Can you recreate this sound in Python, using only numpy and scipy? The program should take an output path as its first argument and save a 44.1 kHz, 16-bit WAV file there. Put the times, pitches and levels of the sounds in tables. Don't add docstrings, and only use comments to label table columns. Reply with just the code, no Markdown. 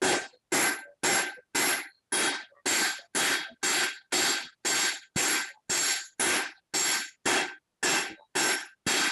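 import sys
import numpy as np
from scipy import signal
from scipy.fft import rfft, irfft
from scipy.io import wavfile
from scipy.ndimage import uniform_filter1d, minimum_filter1d

SR = 44100
rng = np.random.default_rng(int(sys.argv[2]) if len(sys.argv) > 2 else 0)


def store_pcm(level_fs):
    pcm = np.round(np.clip(level_fs, -1, 1) * 32767).astype(np.int16)
    wavfile.write(sys.argv[1], SR, np.atleast_2d(pcm).T)


N = 401751

# (time [s], strength [dB], thump over strength [dB], treble decay stretch [x],
# then the landing [unitless]: glancing, along the face, across the face, hammer tilt)
BLOWS = [(0.017, -13, -20, 1.34, 2.18, -0.05, -1.64, 1.5), (0.519, -6.5, -24, 0.92, -3.27, 4, 2, 2),
         (1.033, -5, -23.5, 0.93, -1.9, 3.14, 0.56, 1.3), (1.547, -1, -10.5, 0.88, -2, 2.2, 1.2, -0.33),
         (2.12, -4.5, -28.5, 1.026, 3, -0.5, -0.24, -0.4),
         (2.656, -0.5, -36, 1.08, -1.05, -0.17, 0.58, 0.24),
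         (3.148, -0.1, -13.5, 0.97, 0.5, 0.1, 1.05, -0.83),
         (3.628, 2.6, -33, 0.94, -0.3, -0.5, -0.042, -0.6),
         (4.121, -1.0, -32, 1.104, -0.16, -0.77, 0.21, -0.83),
         (4.648, 2.6, -26, 1.03, -1.15, -0.46, -0.11, 0.099), (5.158, 1.5, 5.5, 0.98, -1.5, 0.2, 0.37, 0.2),
         (5.694, 1.95, -6, 1.05, -2.1, -0.8, -0.18, 0.42),
         (6.195, -1.5, -13.5, 1.01, 1.16, 1.41, -0.59, -1.6),
         (6.737, 1, -20, 1.002, -2.34, -0.6, -0.036, -0.1), (7.255, -6, -11, 0.87, 1.16, 0.5, -1.73, 0.55),
         (7.827, -2, -20, 0.87, 0, 0.4, -1.2, -0.7), (8.351, -2.3, -25, 1.03, 0.1, 1.06, -1.42, 0.047),
         (8.864, 2, -1.5, 0.96, 0.7, -0.5, -0.5, -0.57)]
# (frequency [Hz], t60 [s])
ROOM_T60 = [(150, 0.53), (400, 0.53), (1500, 0.65), (4000, 0.58), (8000, 0.38), (12000, 0.59)]


def amp(db):
    return 10 ** (np.asarray(db) / 20)


def rms_one(x):
    return x / np.sqrt(np.mean(x ** 2) + 1e-20)


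def at_hz(points, hz, column=1):
    points = np.array(points)
    return np.interp(np.log(hz), np.log(points[:, 0]), points[:, column])


def drift(rate_hz):
    smooth = signal.butter(2, rate_hz, fs=SR, output="sos")
    return rms_one(signal.sosfilt(smooth, rng.standard_normal(N + 9000))[9000:])


def noise_bands(spectrum):
    hz = np.maximum(np.arange(N // 2 + 1) * SR / N, 1)
    shaped = rfft(rng.standard_normal(N)) * amp(at_hz(spectrum, hz))
    bins = rfft(rms_one(irfft(shaped, N)))
    thirds = 3 * np.log2(hz)
    return [(2 ** (k / 3), irfft(bins * np.maximum(1 - abs(thirds - k), 0), N)) for k in range(14, 43)]


def latest_blow():
    return np.maximum(np.searchsorted(np.array(BLOWS)[:, 0], np.arange(N) / SR) - 1, 0)


def struck(level_db, t60, rise_s):
    starts, blow = np.array(BLOWS)[:, 0], latest_blow()
    age = np.maximum(np.arange(N) / SR - starts[blow], 0)
    fallen_db = 60 * age / np.broadcast_to(t60, starts.shape)[blow]
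    return amp(level_db[blow] - fallen_db) * -np.expm1(-age / rise_s)


def low_lag_db(even_db=-6.5, loss_per_db=0.76):
    return loss_per_db * (even_db - np.array(BLOWS)[:, 1])


def link_hiss(level_db=-81.5):
    # (frequency [Hz], relative density [dB])
    spectrum = [(40, -5), (110, 0), (600, -7), (2000, -13), (11000, -20), (13000, -29)]
    return amp(level_db) * sum(band for _, band in noise_bands(spectrum))


def flickers():
    # (centre time [s], pitch [Hz], level [dB], length [s])
    tones = [(0.35, 500, -53.5, 0.037), (0.886, 575, -49.5, 0.086), (1.314, 870, -47, 0.013),
             (1.386, 500, -43, 0.026), (0.344, 4220, -64, 0.076), (1.923, 4230, -60, 0.11),
             (2.404, 850, -41.5, 0.015), (2.527, 560, -54.5, 0.035), (2.575, 1155, -59, 0.056),
             (2.576, 570, -60.5, 0.046), (2.585, 1880, -61.5, 0.046), (2.937, 870, -44, 0.015),
             (2.994, 560, -49, 0.019), (3.025, 688, -54.5, 0.069), (3.497, 663, -49, 0.053),
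             (3.526, 239, -51.5, 0.037), (4.384, 840, -41, 0.012), (4.455, 248, -49, 0.038),
             (5.514, 557, -59.5, 0.044), (5.566, 860, -58.5, 0.065), (8.116, 321, -37.5, 0.046),
             (8.196, 3850, -66, 0.11), (8.199, 582, -53.5, 0.044), (8.221, 877, -52.5, 0.049),
             (8.638, 855, -50, 0.015)]
    out, t = np.zeros(N), np.arange(N) / SR
    for centre_s, hz, level_db, length_s in tones:
        near = slice(max(int((centre_s - .15) * SR), 0), int((centre_s + .15) * SR))
        swell = np.exp(-(2 * (t[near] - centre_s) / length_s) ** 2)
        out[near] += amp(level_db) * swell * np.sin(2 * np.pi * hz * t[near])
    return out * (1 + .6 * drift(110))


def stump_thump(hz=190, t60=0.018, late_s=0.0028):
    blows, kicks = np.array(BLOWS), np.zeros(N)
    kicks[((blows[:, 0] + late_s) * SR).astype(int)] = amp(blows[:, 1] + blows[:, 2])
    r, w = amp(-60 / (t60 * SR)), 2 * np.pi * hz / SR
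    return signal.lfilter([0, np.sin(w)], [1, -2 * r * np.cos(w), r * r], kicks + 1e-18)


def room_clang(gain_db=-6, treble_db=2, rise_s=0.014, lumpy_db=2.08):
    # (frequency [Hz], relative density [dB])
    spectrum = [(30, -21.5), (340, -3.5), (500, -8), (800, -3.5), (1050, -8.5), (1650, -5), (2450, -7.5),
                (2950, -12.5), (4460, -13), (6000, -12), (7300, -10.5), (8500, -13.5), (11000, -19),
                (14500, -47.5)]
    # (glancing, along, across, tilt) [dB per unit]
    landing_answer = [(0.37, 0.64, 0.1, 0.3), (-0.08, 0.1, 0.4, -0.3)]
    out, blows = 0, np.array(BLOWS)
    lumps = [drift(9) for _ in range(7)]
    for k, (hz, band) in enumerate(noise_bands(spectrum)):
        low = at_hz([(600, 0.95), (2000, 0.26)], hz)
        high = at_hz([(2500, 0.36), (6000, 0.86)], hz)
        landing_db = blows[:, 4:] @ (np.array([low, high]) @ landing_answer)
        level_db = blows[:, 1] + gain_db + low * low_lag_db() + high * treble_db + landing_db
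        t60 = at_hz(ROOM_T60, hz) * blows[:, 3] ** high
        out += band * struck(level_db, t60, rise_s) * amp(lumpy_db * lumps[k % 7])
    return out


def anvil_ring_and_sizzle(echo_rise_s=0.0024, main_ring_lag=0.15):
    partial_hz = [(305), (361), (791), (899), (1443), (1561), (1717), (2040), (2676), (3262), (3311),
                  (3770), (4129), (4500), (5405), (5486), (6083), (6573), (6831), (7267), (7483), (8963),
                  (10185), (10993), (11079), (11477), (12920)]
    # (level [dB], t60 [s])
    partial_decay = [(-20, 0.66), (-10, 0.43), (-20, 0.81), (-20, 0.44), (-22, 0.4), (-7, 0.66),
                     (-24.5, 0.36), (-18.5, 0.51), (-25.5, 0.47), (-24.5, 0.48), (-26, 0.7), (-23, .6),
                     (-27.5, 0.57), (-17.5, 0.51), (-30, 0.5), (-26, 0.46), (-33.5, 0.95), (-21.5, 0.62),
                     (-27.5, 1), (-23.5, 0.69), (-11.5, 0.44), (-35, 0.39), (-21.5, 0.29), (-23, 0.72),
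                     (-19.5, 0.55), (-26.5, .55), (-25, 0.92)]
    # (frequency [Hz], sine amplitude [0-1], waver width [Hz])
    waver = [(400, .4, 40), (1400, .4, 35), (1561, .78, 22), (1750, .4, 40), (3300, .4, 30),
             (4500, .05, 200), (5450, .15, 60), (6900, .15, 55), (7483, .4, 45), (11079, .5, 45),
             (11477, .1, 450)]
    # (frequency [Hz], build-up [s])
    build_up = [(1400, .012), (1561, .3), (1717, .08), (1800, .015), (7483, .02), (10185, .004),
                (11000, .1)]
    family_hz = [1560, 1717, 2040, 2680, 3262, 3311, 3770, 4400, 5450, 6570, 7480, 10180, 11050, 11500]
    # (glancing, along, across, tilt) [dB per unit]
    family_answer = [(1.15, 0.96, 0.65, 2.1), (-0.5, -1, -8.5, -4), (-1, 1.2, 0.7, -0.2),
                     (-0.7, -3.2, -9, -4), (2.9, -2, -4, -1.5), (0.1, -5.5, 6, -2), (1.35, -3.5, 2.5, -0.5),
                     (-0.9, -5.5, 2.5, 0.2), (-5.5, 1.3, -6.5, -2.7), (-4, -1.8, -3, 2),
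                     (-3, -0.8, -1.2, 0.2), (8, 6.5, 5, -1), (-3, 2, -2, -1.5), (-3.5, -0.5, 7, -4)]
    out, t = 0, np.arange(N) / SR
    blows, blow = np.array(BLOWS), latest_blow()
    white, phases = rng.standard_normal(N), rng.random((len(blows), len(partial_hz)))
    for k, (hz, (level_db, t60)) in enumerate(zip(partial_hz, partial_decay)):
        family = np.argmin(abs(np.log(hz / np.array(family_hz))))
        start_db = blows[:, 1] + level_db
        start_db += blows[:, 4:] @ family_answer[family] if hz > 1200 else low_lag_db()
        if 1200 < hz < 2050:
            start_db += main_ring_lag * low_lag_db()
        stretch = blows[:, 3] if hz > 3500 else 1
        steady, build_s = at_hz(waver, hz), at_hz(build_up, hz)
        sine = np.sqrt(2) * np.sin(2 * np.pi * (hz * t + phases[blow, k]))
        out += steady * sine * struck(start_db, t60 * stretch, build_s)

        r, w = np.exp(-np.pi * at_hz(waver, hz, column=2) / SR), 2 * np.pi * hz / SR
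        noise = rms_one(signal.lfilter([1, 0, -1], [1, -2 * r * np.cos(w), r * r], white))
        noise_db = start_db - (8 if build_s > .2 else 0)
        noise_t60 = min(t60, at_hz(ROOM_T60, hz)) * stretch
        rise_s = echo_rise_s if hz < 2000 else build_s
        out += np.sqrt(1 - steady ** 2) * noise * struck(noise_db, noise_t60, rise_s)
    return out


def scene():
    return np.tile(room_clang() + anvil_ring_and_sizzle() + stump_thump(), (2, 1))


def suppressor(x, slope=2.8, knee_db=5, shut_db=9, shut_slope=3.4, gate_db=-50, gate_slope=0.45):
    # (frequency [Hz], level per bin [dB])
    noise_floor = [(150, -59), (500, -58), (1560, -56.5), (4000, -70), (8000, -71), (12000, -58.5)]
    hz, _, bins = signal.stft(x, SR, nperseg=1024, noverlap=896)
    hz = np.maximum(hz, 1)
    bands = np.exp(-((hz[:, None] - hz) / (0.12 * hz[:, None] + 30)) ** 2)
    power = bands @ abs(bins) ** 2 / bands.sum(axis=1)[:, None]
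    power = abs(uniform_filter1d(power, size=5, axis=1, origin=1)) + 1e-16
    under_db = at_hz(noise_floor, hz)[:, None] - 10 * np.log10(power)
    cut_db = slope * knee_db * np.logaddexp(0, under_db / knee_db)
    cut_db += shut_slope * np.maximum(under_db - shut_db, 0)
    whole_db = 10 * np.log10(np.sum(power * amp(-2 * np.minimum(cut_db, 70)), axis=0))
    cut_db += gate_slope * np.maximum(gate_db - whole_db, 0)
    cut_db += 3 * np.maximum(-64 - whole_db, 0)
    return signal.istft(bins * amp(-np.minimum(cut_db, 70)), SR, nperseg=1024, noverlap=896)[1][:N]


def limiter(x, limit_db=-21, sag=0.31, window_s=0.011, memory_s=0.14, ahead_s=0.04):
    size, back, ahead = int(window_s * SR), int(memory_s * SR), int(ahead_s * SR)
    level_db = 10 * np.log10(abs(uniform_filter1d(x ** 2, size)) + 1e-14)
    peak_db = -minimum_filter1d(-level_db, back + ahead, origin=(back - ahead) // 2)
    ceiling_db = limit_db - sag * np.maximum(peak_db - limit_db, 0)
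    gain_db = minimum_filter1d(np.minimum(ceiling_db - level_db, 0), size)
    return x * amp(uniform_filter1d(gain_db, size))


def record(dry, low_hz=100, high_hz=12050, cutoff_hz=14535):
    edges = np.vstack([signal.butter(2, low_hz, "high", fs=SR, output="sos"),
                       signal.ellip(6, .5, 16, high_hz, fs=SR, output="sos")])
    top_cut = signal.cheby2(12, 70, cutoff_hz, fs=SR, output="sos")
    microphone = signal.sosfilt(edges, dry[0])
    link = limiter(suppressor(microphone)) + link_hiss() + flickers()
    return np.tile(signal.sosfilt(top_cut, link), (2, 1))


dry = scene()
out = record(dry)
store_pcm(out)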